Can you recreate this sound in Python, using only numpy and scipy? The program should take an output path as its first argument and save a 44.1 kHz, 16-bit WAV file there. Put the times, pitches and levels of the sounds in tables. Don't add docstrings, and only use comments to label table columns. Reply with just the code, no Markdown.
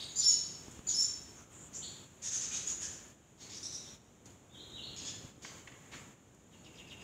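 import sys
import numpy as np
from scipy import signal
from scipy.fft import rfft, irfft, next_fast_len
from scipy.io import wavfile
from scipy.ndimage import uniform_filter1d

SR = 44100
rng = np.random.default_rng(int(sys.argv[2]) if len(sys.argv) > 2 else 0)


def elevation(decibels):
    levels = np.asarray(decibels, float)
    return 10 ** (levels / 20)


def transcribe(signal):
    frames = np.atleast_2d(signal).T
    limited = np.clip(frames, -1, 1)
    pcm = np.round(limited * 32767).astype(np.int16)
    wavfile.write(sys.argv[1], SR, pcm)


N = 310023


def on_log(hz, table):
    table_hz, values = np.transpose(table)
    return np.interp(np.log(np.maximum(hz, 1)), np.log(table_hz), values)


def colour(x, gain):
    size = next_fast_len(len(x))
    hz = np.arange(size // 2 + 1) * SR / size
    return irfft(rfft(x, size) * gain(hz), size)[:len(x)]


def walk(n, rate_hz):
    wander = uniform_filter1d(rng.standard_normal(N // 8)[:n], max(int(SR / rate_hz), 1))
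    return wander / np.std(wander)


def add(track, s, x):
    i = int(s * SR)
    track[i:i + len(x)] += x[:N - i]


# (frequency [Hz], density [dB per Hz])
AIR_SPECTRUM = [(25, -26), (40, -19), (60, -9.5), (120, -8), (300, -12.5), (700, -21), (2000, -26),
                (3300, -26), (4800, -38), (7000, -31), (9500, -39.5), (12000, -42), (15600, -41),
                (16000, -67.5)]
# (time [s], rumble level [dB])
GUSTS = [(0, 0.8), (.25, 0.2), (.7, 1), (1.1, -1.2), (1.6, .8), (2.3, -0.8), (2.8, 0.9), (3.2, -0.5),
         (4.0, 1), (4.8, 3), (5.28, 3), (5.4, 0.2), (6.05, 1.6), (6.35, 0.8), (7.03, 4.5)]


def wind_and_hiss():
    air = colour(rng.standard_normal(N), lambda f: elevation(on_log(f, AIR_SPECTRUM)))
    air = air * elevation(-55.5) / np.std(air)
    rumble = colour(air, lambda f: 1 / (1 + (f / 1130) ** 4))
    hiss = air - rumble
    gust_db = np.interp(np.arange(N) / SR, *np.transpose(GUSTS))
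    return elevation(gust_db) * rumble, hiss


# (frequency [Hz], time to fall 60 dB [s])
BARN_T60 = [(1000, 2.8), (3000, 0.92), (5500, 0.76), (7500, 0.71), (11000, 0.75), (16000, 0.12)]


def barn(dry, direct_db, early_db, linger, lumpy_db=3.5):
    t = np.arange(SR) / SR
    f, frame_s, noise = signal.stft(rng.standard_normal(SR), SR, nperseg=256)
    decay = elevation(-60 * frame_s / linger / on_log(f, BARN_T60)[:, None])
    tail = signal.istft(noise * decay, SR, nperseg=256)[1][:SR]
    lumps = elevation(lumpy_db * np.exp(-t / 0.14) * np.resize(walk(SR // 4, 250), SR))
    onset = 1 - np.exp(-t / 0.004)
    rafters = 1 + elevation(early_db) * np.exp(-t / 0.0071)
    tail = tail * lumps * onset * rafters
    tail = tail / np.sqrt(np.sum(tail ** 2))
    return elevation(direct_db) * dry + signal.fftconvolve(dry, tail)[:N]


# (time [s], ring [Hz], ring time to fall 60 dB [s], ring level [dB], tick level [dB])
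TAPS = [
    (0.682, 295, 0.017, -38, -40),
    (0.792, 170, 0.0081, -27.5, -30),
    (5.247, 130, 0.025, -33, -65),
    (5.379, 294, 0.046, -47.5, -71),
]


def taps():
    track, t = np.zeros(N), np.arange(4096) / SR
    for s, hz, t60, ring_db, tick_db in TAPS:
        ring = elevation(ring_db - 60 * t / t60) * np.sin(2 * np.pi * hz * t)
        tick = colour(rng.standard_normal(4096) * elevation(-60 * t / .008), lambda f: 1 / (1 + (f / 2500) ** 4))
        add(track, s, ring + elevation(tick_db - 60 * t / 0.14) * tick)
    return track


# (time [s], centre [Hz], width [Hz], length [s], level [dB])
KNOCKS = [
    (0.708, 7740, 3000, 0.018, -68),
    (1.356, 1310, 300, 0.09, -55.5),
    (2.826, 1690, 295, 0.037, -53),
    (4.256, 5700, 6000, 0.01, -62),
    (5.447, 1608, 1800, 0.0066, -47),
    (5.673, 2260, 1910, 0.01, -47),
    (5.913, 2400, 3770, 0.035, -56),
    (5.93, 1880, 1980, 0.022, -51.5),
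    (6.346, 8000, 5960, 0.0051, -66),
]


def knocks():
    track, t = np.zeros(N), np.arange(4096) / SR
    for s, hz, width_hz, length, db in KNOCKS:
        burst = rng.standard_normal(4096) * 8 * t / length * np.exp(-3 * t / length)
        wood = colour(burst, lambda f: 1 / (1 + ((f - hz) / width_hz * 2) ** 2))
        add(track, s, elevation(db) * 4 * wood)
    return barn(track, direct_db=2, early_db=3, linger=1.1)


def birds(notes, partials_db, turn, reach, arch, rough, breath_db, lean):
    track = np.zeros(N)
    for s, length, start_hz, end_hz, db in notes:
        u = np.linspace(0, 1, int(length * SR))
        turn_hz = start_hz + reach * (end_hz - start_hz) + arch * end_hz
        glide = np.interp(u, [0, turn, 1], [start_hz, turn_hz, end_hz])
        hz = uniform_filter1d(glide, len(u) // 10, mode="nearest")
        phase = 2 * np.pi * np.cumsum(hz * (1 + rough * walk(len(u), 738))) / SR
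        tone = sum(elevation(p) * np.sin((k + 1) * phase) for k, p in enumerate(partials_db))
        swell = np.sin(np.pi * u ** lean) ** .5
        breath = 1 + elevation(breath_db) * walk(len(u), 1500)
        add(track, s, elevation(db) * swell * breath * tone)
    return track


def openings(rows, open_s, shut_s):
    opens, shuts, first_db, last_db, shut_db = np.transpose(rows)
    before_db = np.append(first_db[0], shut_db[:-1])
    s = np.ravel([opens - open_s, opens, shuts, shuts + shut_s], "F")
    db = np.ravel([before_db, first_db, last_db, shut_db], "F")
    return np.interp(np.arange(N) / SR, np.maximum.accumulate(s), db)


# (time [s], length [s], start [Hz], end [Hz], level [dB])
SLIDES = [
    (1.512, 0.032, 9000, 6760, -77),
    (1.818, 0.024, 2830, 4770, -47.5),
    (1.845, 0.023, 3760, 3130, -55),
    (4.49, .05, 3400, 3800, -58.5),
    (4.535, 0.025, 3460, 3094, -51),
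    (4.575, 0.022, 3200, 4230, -47.5),
    (4.71, 0.054, 3640, 3990, -46),
    (4.76, 0.029, 3650, 2670, -43.5),
    (4.81, 0.03, 3010, 4540, -40.5),
]
# (opens [s], shuts [s], gain on opening [dB], gain on shutting [dB], gain once shut [dB])
SLIDE_OPENINGS = [
    (1.5, 1.685, 20, 28, -6),
    (1.815, 2.06, 10, 2.1, -3),
    (4.48, 4.95, 9.8, 1.3, -3),
]


def far_slides():
    slides = birds(SLIDES, [0], turn=.55, reach=.72, arch=0, rough=.006, breath_db=-28, lean=.95)
    slides = barn(slides, direct_db=-15, early_db=-20, linger=1.6, lumpy_db=1.5)
    return slides * elevation(openings(SLIDE_OPENINGS, open_s=.02, shut_s=.015))


# (length [s], start [Hz], end [Hz])
DOOR_DROP = (0.043, 4250, 2740)
DOOR_LOW = (0.013, 2850, 2600)
DOOR_HIGH = (.02, 5350, 4900)
DOOR_FLICK = (.016, 6400, 4900)
DOOR_THIN = (.06, 4380, 4400)
# (time [s], level [dB])
DOOR_DROPS = [
    (6.512, -57),
    (6.634, -50.5),
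    (6.765, -46),
    (6.892, -45),
]
DOOR_LOWS = [(6.735, -50.5), (6.865, -50.5), (6.99, -50.5)]
DOOR_HIGHS = [(6.745, -60), (6.87, -60), (7.003, -63)]
DOOR_FLICKS = [(6.638, -59.5), (6.763, -62)]
DOOR_THINS = [(6.54, -70)]


def doorway_bird():
    phrase = [(DOOR_DROP, DOOR_DROPS), (DOOR_LOW, DOOR_LOWS), (DOOR_HIGH, DOOR_HIGHS),
              (DOOR_FLICK, DOOR_FLICKS), (DOOR_THIN, DOOR_THINS)]
    notes = [(s, *shape, db) for shape, times in phrase for s, db in times]
    song = birds(notes, [0], turn=.65, reach=.93, arch=0, rough=.022, breath_db=-4, lean=2.3)
    return barn(song, direct_db=-1, early_db=8, linger=.9)


# (time [s], length [s], start [Hz], end [Hz], level [dB])
TWITTER = [(0, 0.01236, 3110, 5010, -32.5), (.02, 0.028, 9370, 6960, -55), (.09, .042, 6600, 7300, -55),
           (.175, 0.036, 6780, 5280, -37), (.19, 0.042, 4900, 3110, -37), (.275, 0.02, 9400, 7550, -49),
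           (.285, 0.023, 6920, 3410, -32.5), (.29, 0.024, 3050, 2910, -46.5),
           (.885, 0.021, 6980, 5220, -38.5), (.878, 0.027, 5100, 2860, -44), (.95, 0.014, 7900, 5800, -49),
           (.995, 0.045, 7050, 5800, -45), (1.0, .03, 5300, 3274, -46), (3.6, .04, 4300, 5300, -60),
           (1.35, .03, 7000, 5250, -58.5), (1.73, 0.039, 5800, 8400, -51.5),
           (1.745, 0.0414, 7320, 6900, -51.5), (1.825, 0.026, 8000, 6560, -51),
           (2.33, 0.022, 6200, 6220, -39), (2.47, .015, 6600, 6510, -59), (2.51, 0.043, 2295, 4680, -45),
           (2.672, 0.013, 6900, 6570, -39.5), (3.85, 0.02, 3220, 4330, -49.5),
           (5.98, .035, 6900, 8050, -66.5)]


def twitter():
    return birds(TWITTER, [0, -30], turn=.3, reach=.36, arch=.001, rough=0.02, breath_db=-7, lean=0.5)


# (time [s], length [s], start [Hz], end [Hz], level [dB])
CHURRS = [
    (3.378, 0.078, 1620, 2303, -54.5),
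    (3.495, 0.038, 1410, 2614, -49.5),
    (4.963, 0.029, 1283, 1785, -48.5),
    (5.05, 0.041, 1523, 1772, -47),
    (5.42, 0.05, 1016, 1700, -55),
    (5.92, 0.048, 1354, 1880, -63.5),
]
# (frequency [Hz], gain [dB])
CHURR_THROAT = [(1200, -32), (2000, -9), (3300, 0.5), (5000, -1), (6800, -5.5), (8200, -14.5),
                (10000, -33.5), (13000, -39)]


def churrs():
    voice = birds(CHURRS, np.zeros(7), turn=.3, reach=.65, arch=0.0188, rough=0.0266, breath_db=0, lean=0.28)
    return colour(voice, lambda f: elevation(on_log(f, CHURR_THROAT)))


# (time [s], length [s], start [Hz], end [Hz], level [dB])
SCOLDS = [
    (2.218, .055, 1387, 1934, -38.5),
    (2.308, 0.054, 1306, 1703, -40.5),
    (2.41, 0.021, 1185, 1299, -38),
    (2.51, 0.056, 1185, 1393, -42.5),
    (2.66, 0.0418, 1481, 1724, -43),
    (2.805, 0.035, 1490, 1728, -42),
    (2.9, 0.043, 1482, 1635, -53.5),
]
# (frequency [Hz], gain [dB])
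SCOLD_THROAT = [(1000, -20.5), (1600, -19.5), (3000, -11.5), (4500, -11.5), (6200, -3.5), (7500, -10),
                (9000, -21.5), (11000, -24.5), (14000, -49)]


def scolds():
    voice = birds(SCOLDS, np.zeros(8), turn=.3, reach=.55, arch=.02, rough=.1, breath_db=-2, lean=.8)
    return colour(voice, lambda f: elevation(on_log(f, SCOLD_THROAT)))


# (time [s], length [s], start [Hz], end [Hz], level [dB])
CHIRPS = [
    (1.735, 0.025, 1350, 2030, -51.5),
    (3.545, 0.014, 1480, 2085, -40.5),
    (3.63, 0.0303, 1796, 1954, -36),
    (3.722, 0.034, 1738, 1874, -39),
]
# (frequency [Hz], gain [dB])
CHIRP_THROAT = [(1200, -33), (2000, -39.5), (3800, -7.5), (5800, 2.5), (7000, -16), (8200, -16),
                (10000, -20), (13000, -37)]


def chirps():
    voice = birds(CHIRPS, np.zeros(7), turn=0.304, reach=0.253, arch=.12, rough=0.028, breath_db=-5.5, lean=0.13)
    return colour(voice, lambda f: elevation(on_log(f, CHIRP_THROAT)))


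def flock():
    voices = chirps() + churrs() + scolds() + twitter()
    return barn(voices, direct_db=-10, early_db=6, linger=1.0, lumpy_db=3)


# (time [s], length [s], start [Hz], end [Hz], level [dB])
PIPS = [
    (.157, 0.028, 4440, 5120, -38),
    (.868, 0.023, 4300, 5100, -48),
]
# (time [s], length [s], start [Hz], end [Hz], level [dB])
LOW_WHISTLES = [
    (.229, 0.063, 4546, 5503, -23.5),
    (.94, 0.0461, 4730, 5420, -30),
    (.995, 0.0088, 5410, 5420, -23.5),
    (1.012, 0.013, 5280, 5500, -39.5),
]
# (time [s], length [s], start [Hz], end [Hz], level [dB])
HIGH_WHISTLES = [
    (.155, 0.057, 5570, 6960, -39),
    (.27, 0.042, 7370, 6670, -34),
    (.868, 0.035, 5910, 6760, -44),
    (.985, 0.063, 7000, 7010, -44),
]


def nearest_bird():
    groups = [(HIGH_WHISTLES, 1.01, .04), (LOW_WHISTLES, .84, .001), (PIPS, .4, .001)]
    song = sum(birds(notes, [0, -23], .11, reach, arch, rough=.005, breath_db=-21, lean=.8)
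               for notes, reach, arch in groups)
    return barn(song, direct_db=-7, early_db=-3.5, linger=0.79)


def microphone_port(x):
    return colour(x, lambda f: 1 + (elevation(13.5) - 1) / (1 + ((f - 6900) / 1176 * 2) ** 2))


# (opens [s], shuts [s], gain on opening [dB], gain on shutting [dB], gain once shut [dB])
GATE = [(0, 0.785, -1.5, 0, -3.5), (0.869, 1.423, 2.5, -2.5, -8), (1.52, 1.663, -3, -1.5, -4.5),
        (1.738, 2.04, 1, -1, -6), (2.23, 2.725, -0.5, 2, -0.5), (2.82, 3.115, 2.5, -3.5, -10.5),
        (3.416, 3.95, -1, -1.5, -10.5), (4.271, 4.363, -3, -7.5, -9.5), (4.553, 5.0, -4.5, -0.8, 2),
        (5.064, 5.294, .9, -2.5, -9), (5.432, 5.596, 0.5, 0.5, -4), (5.949, 6.122, 1.5, -5, -11),
        (6.527, 7.0, -7, -5, 0.5)]


def suppressor(high, rumble):
    gate_db = openings(GATE, open_s=0.026, shut_s=0.037)
    return elevation(gate_db) * high + elevation(0.61 * gate_db) * rumble


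def scene():
    barn_sound = nearest_bird() + flock() + far_slides() + doorway_bird() + knocks()
    rumble, hiss = wind_and_hiss()
    mono = suppressor(microphone_port(barn_sound + hiss), rumble) + taps()
    side = elevation(-32.0) * np.diff(np.roll(mono, 300), prepend=0)
    return np.array([mono + side, mono - side])


def top_cut(x):
    return signal.sosfilt(signal.butter(12, 16190, fs=SR, output="sos"), x)


def record(dry):
    dry = signal.sosfilt(signal.butter(2, 45, "high", fs=SR, output="sos"), dry)
    dry = signal.sosfilt(signal.ellip(10, .3, 60, 15750, fs=SR, output="sos"), dry)
    return top_cut(dry)


dry = scene()
out = record(dry)
transcribe(out)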